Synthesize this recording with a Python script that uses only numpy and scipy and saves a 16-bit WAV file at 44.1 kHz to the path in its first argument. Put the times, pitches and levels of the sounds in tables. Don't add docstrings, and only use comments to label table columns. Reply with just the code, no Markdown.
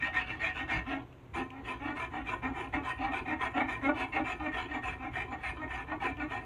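import sys
import numpy as np
from scipy import signal
from scipy.fft import rfft, irfft
from scipy.io import wavfile
from scipy.ndimage import uniform_filter1d

SR = 44100
rng = np.random.default_rng(int(sys.argv[2]) if len(sys.argv) > 2 else 0)


def unload_wav(signal):
    wavfile.write(
        sys.argv[1],
        SR,
        np.round(np.clip(np.atleast_2d(signal).T, -1, 1) * 32767).astype(np.int16),
    )


N = 284445

LIFT_S = 1.2

# start_s, length_s, bite_db, lean_db (early to late), handle_flex_db, skip_hz
DRAW_STROKES = [(0.0, 0.11, -37.5, -6.5, -50.5, 311), (0.257, 0.13, -41, -6, -54, 314),
                (0.536, 0.11, -36.5, 1.5, -50.5, 318.3), (0.852, 0.13, -39, -2.5, -40, 269),
                (1.5, 0.11, -54.5, 3, -49.5, 267.8), (1.785, 0.16, -42.5, 0, -44.5, 287.6),
                (2.1, 0.13, -42.5, 0, -48, 275), (2.415, 0.093, -38.5, -4, -39.5, 263),
                (2.722, 0.083, -39, -13.5, -40, 279.4), (2.973, 0.13, -40.5, 4.5, -45, 260.3),
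                (3.246, 0.1, -36.5, 8.5, -41.5, 259.3), (3.533, 0.11, -35, 1.5, -36.5, 280.8),
                (3.809, 0.11, -35.5, 0, -35.5, 280.2), (4.117, 0.11, -35.5, -6.5, -39.5, 283.5),
                (4.381, 0.1195, -42, 6, -43, 303.2), (4.678, 0.12, -41.5, 8.5, -46.5, 305.1),
                (4.975, 0.12, -47, 8.5, -48.5, 260.3), (5.267, 0.1, -47.5, 16, -51.5, 260.2),
                (5.56, 0.1, -50.5, 16.5, -45.5, 308.2), (5.865, 0.095, -46, -4.5, -46, 303.6),
                (6.162, 0.1, -44, 12.5, -43.5, 300.6)]


def amp(db):
    return 10 ** (np.asarray(db) / 20)


def evened(x):
    return x / np.sqrt(np.mean(x ** 2) + 1e-20)


def read(points, hz):
    point_hz, value = np.transpose(points)
    return np.interp(np.log(hz + 1), np.log(point_hz + 1), value)


def coloured(x, points):
    gain = amp(read(points, np.fft.rfftfreq(N, 1 / SR)))
    return irfft(rfft(x) * gain, N)


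def wander(hz):
    step = 64
    low_pass = signal.butter(2, hz, fs=SR / step, output="sos")
    slow = signal.sosfiltfilt(low_pass, rng.standard_normal(N // step + 802))[400:-400]
    return np.interp(np.arange(N) / step, np.arange(len(slow)), evened(slow))


def air():
    # freq_hz, relative_level_db (per Hz)
    spectrum = [(12, -47), (20, -21), (80, -12), (97, -7), (119, -2.5), (161, -22.5), (274, -14.5),
                (464, -22.5), (959, -26.5), (1520, -32.5), (2580, -35), (3830, -44), (4980, -58.5),
                (6500, -50.5), (10300, -64.5), (13500, -56), (15700, -74)]
    level = amp(-52.5 + 0.44 * wander(22))
    return level * evened(coloured(rng.standard_normal(N), spectrum))


def shop(x):
    # freq_hz, t60_s
    decay = [(200, 0.15), (1000, 0.22), (8000, 0.11)]
    size, spacing = SR // 2, 20
    taps = np.zeros(size)
    at = np.arange(200, size - 20, spacing) + rng.integers(0, spacing, (size - 201) // spacing)
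    taps[at] = rng.choice([-1., 1.], len(at))
    hz, t, bands = signal.stft(taps, SR, nperseg=256)
    t60_s = read(decay, hz)[:, None]
    tail = signal.istft(bands * amp(-60 * t / t60_s), SR, nperseg=256)[1]
    return signal.fftconvolve(x, tail / np.linalg.norm(tail))[:N]


def swell(layer, edge, lag_s=0.):
    # start_s, length_s, bite_db, lean_db (early to late), handle_flex_db
    push_strokes = [(0.125, 0.1, -33, -2, -59), (0.39, 0.13, -34.5, -1.5, -58.5),
                    (0.674, 0.14, -34.5, -10, -50.5), (1.333, 0.12, -40, -15.5, -45),
                    (1.635, 0.12, -39.5, -0.5, -52), (1.945, 0.13, -38, -2, -52.5),
                    (2.244, 0.12, -39, 0.5, -51), (2.528, 0.15, -41.5, -5, -50),
                    (2.821, 0.11, -37.5, 3, -58), (3.106, 0.11, -38, 0, -50), (3.387, 0.099, -36, 2, -50),
                    (3.667, 0.13, -40, -13, -54), (3.939, 0.12, -37.5, 0, -48.5),
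                    (4.236, 0.11, -37, 2.5, -51), (4.51, 0.14, -39, -3.5, -53),
                    (4.818, 0.14, -40, -7.5, -57.5), (5.11, 0.14, -40.5, -1.5, -56),
                    (5.388, 0.14, -41.5, 5.5, -59), (5.673, 0.17, -43, -3, -58.5),
                    (5.996, 0.13, -39.5, -11, -47.5), (6.283, 0.2, -46.5, -17.5, -54)]
    answer = {"bite": {"push": (0, 0, 1, 0, 0),
              "draw": (0, 0, 1, 0, 0)}, "bend": {"push": (0.3, 1, .6, 0.5, 0.3),
              "draw": (0.3, 1, .2, -0.7, 0.3)}, "body": {"push": (1.2, .3, .9, -1.5, -3.5),
              "draw": (3.5, .7, .4, 3, -0.7)}, "hiss": {"push": (-27, 0, 1.1, 0.7, -3),
              "draw": (-33, 0, .9, -3, 1.5)}}
    level = np.full(N, amp(-94.0))
    for kind, strokes in (("push", push_strokes), ("draw", DRAW_STROKES)):
        over_db, flex_share, lean_share, own_lean_db, flat_db = answer[layer][kind]
        for start_s, length_s, bite_db, lean_db, handle_db, *_ in strokes:
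            first = round((start_s + lag_s) * SR)
            last = min(round((start_s + lag_s + length_s) * SR), N)
            part = np.linspace(0, 1, last - first)
            db = bite_db + over_db + flex_share * (handle_db - bite_db)
            db += flat_db * (start_s < LIFT_S)
            db += (lean_share * lean_db + own_lean_db) * np.clip(2 * part - 1, -.5, .5)
            level[first:last] += amp(db) * np.sin(np.pi * part).clip(0) ** edge
    return level + 0.26 * uniform_filter1d(level, size=4000, origin=1500)


def bench():
    # freq_hz, relative_level_db (per Hz)
    spectrum = [(12, -57), (20, -24), (40, -6.5), (59, 4), (140, -11), (162, -7), (200, -19), (260, -51),
                (440, -120)]
    # time_s, level_db
    jolts = [(0.78, -37.5), (1.38, -48.5), (2.48, -49), (2.77, -49), (3.05, -53), (4.44, -50), (4.92, -49),
             (5.51, -54), (6.11, -51)]
    shake_db, shake_power, smooth_s = -50, 0.3, 0.17
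    usual_bite_db = -42
    jolt_half_width_s = 0.036
    work = uniform_filter1d(swell("bite", edge=0.98), size=round(smooth_s * SR))
    level = amp(shake_db) * (work / amp(usual_bite_db)) ** shake_power
    t = np.arange(N) / SR
    for at_s, db in jolts:
        level += amp(db) * np.exp(-((t - at_s) / jolt_half_width_s) ** 2)
    return level * evened(coloured(rng.standard_normal(N), spectrum))


def ticks():
    # time_s, relative_level_db
    contacts = [(1.1278, -46), (1.504, -35), (6.17, -39)]
    # freq_hz, gain_db
    spectrum = [(1500, -27), (2600, 5.5), (4000, -21), (5000, -27), (6500, -20), (10000, -40), (15000, -36)]
    decay_s = 0.0027
    hits = np.zeros(N)
    for at_s, db in contacts:
        hits[round(at_s * SR)] = amp(db + 3.0)
    envelope = signal.lfilter([1], [1, -np.exp(-1 / (decay_s * SR))], hits)
    return coloured(rng.standard_normal(N) * envelope, spectrum)


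def ring(drive, modes, push, place_db):
    out = np.zeros(N)
    for k, (hz, width_hz, db, push_db) in enumerate(modes):
        radius = np.exp(-np.pi * width_hz / SR)
        poles = [1, -2 * radius * np.cos(2 * np.pi * hz / SR), radius ** 2]
        fed = drive * amp(db + push_db * push + place_db * wander(9.0))
        out += (-1) ** k * np.sqrt(1 - radius) * signal.lfilter([1, 0, -1], poles, fed)
    return out


def teeth(lock):
    tears_per_s, skip_glide_hz = 4000., 16
    sizes = amp(3.52 * np.minimum(rng.exponential(1, N), 5))
    tears = sizes * rng.choice([-1., 1.], N) * (rng.random(N) < tears_per_s / SR)
    tears = evened(evened(tears) * amp(1.53 * wander(60)))

    glide = [(start_s + end * length_s, hz + (end - .5) * skip_glide_hz)
             for start_s, length_s, *_, hz in DRAW_STROKES for end in (0, 1)]
    skip_hz = np.interp(np.arange(N) / SR, *np.transpose(glide))
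    turns = np.cumsum(skip_hz * (1 + .02 * wander(40))) / SR
    skips = np.diff(np.floor(turns), prepend=0) * amp(3.8 * wander(140))
    skips = evened(skips - skips.mean())
    swing = np.sqrt(2) * np.cos(2 * np.pi * turns)
    return np.sqrt(1 - lock) * tears, np.sqrt(lock) * skips, np.sqrt(lock) * swing


def catches(tears):
    # time_s, relative_level_db
    moments = [(0.412, -34.5), (1.341, -56), (2.136, -28), (2.43, -46), (2.731, -30), (3.015, -31),
               (4.397, -24), (4.684, -42), (5.021, -38), (5.323, -60), (5.57, -35.5), (5.704, -36),
               (5.916, -14), (6.006, -53), (6.198, -22)]
    decay_s = 0.0083
    hits = np.zeros(N)
    for at_s, db in moments:
        hits[round(at_s * SR)] = amp(db - 4.5)
    return tears * signal.lfilter([1], [1, -np.exp(-1 / (decay_s * SR))], hits)


def filing():
    # freq_hz, width_hz, relative_level_db, push_db (added at push = 1, taken off at push = -1)
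    bending_modes = [(240.7, 75, -1.5, -2.5), (269.3, 37, 4, -5.5), (320.3, 15.6, 1.5, -2.5),
                     (346, 72, 3.5, 11.5), (442, 88, -8, 4.5)]
    body_modes = [(598, 53, -14, -7), (652.4, 21, -8.5, 1.5), (741.8, 28.6, 2, -1.5),
                  (794.6, 42, -1.5, 0.5), (842, 58, -8, -4), (931, 85, -2.5, 0), (1021.3, 44, -1, 8.5),
                  (1143, 17, -12.5, -5), (1283, 77, -7.5, 1.5), (1450, 37, -6, -0.5)]
    upper_modes = [(1470, 54, -12, 2), (1711, 34, -8.5, 1), (1758, 61, -7, 4), (1851.2, 36.5, 0, -1.5),
                   (2158, 14.7, -6, -3), (2309, 54, -3.5, -2.5), (2350, 55, -0.5, 2.5),
                   (2587, 80, -5.5, 3.5), (2664, 52, -6.5, 0.5), (2681, 62, -8.5, -1.5), (3018, 71, -16, 7),
                   (3305, 50, -17, 5), (3582, 160, -21.5, -0.5), (4032, 88, -21, 4.5)]
    steel_modes = [(4726, 23, -6, 3.5), (6040, 210, -3.5, -6), (6290, 50, -3.5, -1), (7005, 88, 2, 0.5),
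                   (7950, 58, -10, 2), (8800, 98, -4, 3), (9700, 110, -12, 15.5)]
    # freq_hz, relative_level_db (per Hz)
    scratch = [(180, -34), (300, -4.5), (517, -17.5), (742, -28), (1040, -1.5), (1630, -6.5), (2400, -18),
               (3000, -18.5), (3830, -23), (5000, -64.5), (8000, -86)]
    # freq_hz, relative_level_db (per Hz)
    hiss_spectrum = [(3000, -26.5), (4300, -21.5), (5200, -8), (6500, -4.5), (7400, -13.5), (9500, -9.5),
                     (10300, -15.5), (12500, -17), (15700, -30)]
    # freq_hz, gain_db
    wood_loss = [(2800, 0), (4500, -5.5), (6000, -34), (12000, -45)]
    # freq_hz, gain_db
    flat_colour = [(1200, 0), (1900, 1.5), (2160, -2), (2400, -0.5), (2680, 6), (3500, 2.5), (5000, 5.5),
                   (7000, -1.5)]
    bending_colour = [(170, -27), (240, 0.5), (440, -3.0), (600, -5.0)]  # freq_hz, gain_db
    steel_colour = [(2000, -30), (4500, 2.0), (10000, 3), (11000, -11.5)]

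    bite = swell("bite", edge=0.84)
    body = swell("body", edge=0.86)
    hiss = swell("hiss", edge=1.11)
    bend = swell("bend", edge=0.12, lag_s=0.016)
    bend = uniform_filter1d(bend, size=900)

    push = np.clip((20 * np.log10(hiss / bite) + 29) / 5, -1, 1)
    boom_db = 20 * np.log10(bend / uniform_filter1d(bite, size=2000))
    tears, skips, swing = teeth(np.clip((boom_db + 5) / 8, 0, .85))
    knocks = catches(tears)

    wood = coloured(ring(amp(-3.0) * bend * tears, bending_modes, push, place_db=1.5), bending_colour)
    wood += ring(amp(-6.5) * (body * (tears + skips) + knocks), body_modes, push, place_db=3.5)
    force = bite * (tears + skips) + 0.44 * knocks
    wood += ring(amp(-6) * force, upper_modes, push, place_db=3.5)
    wood = coloured(wood, wood_loss)
    wood += amp(-1.0) * bend * swing
    wood += amp(6.0) * coloured(force, scratch)

    slide = hiss * (0.45 * tears + 0.47 * rng.standard_normal(N))
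    steel = coloured(ring(amp(-6.5) * slide, steel_modes, push, place_db=3.5), steel_colour)
    sound = wood + steel + amp(13.5) * coloured(slide, hiss_spectrum)
    return np.where(np.arange(N) < LIFT_S * SR, coloured(sound, flat_colour), sound)


def scene():
    work = filing() + ticks()
    return (work + amp(-9.5) * shop(work) + bench() + air())[None]


def record(dry):
    edge_hz = 15750
    low_pass = signal.firwin(511, edge_hz, window=("kaiser", 9), fs=SR)
    return signal.oaconvolve(dry, low_pass[None], "same")


dry = scene()
out = record(dry)
unload_wav(out)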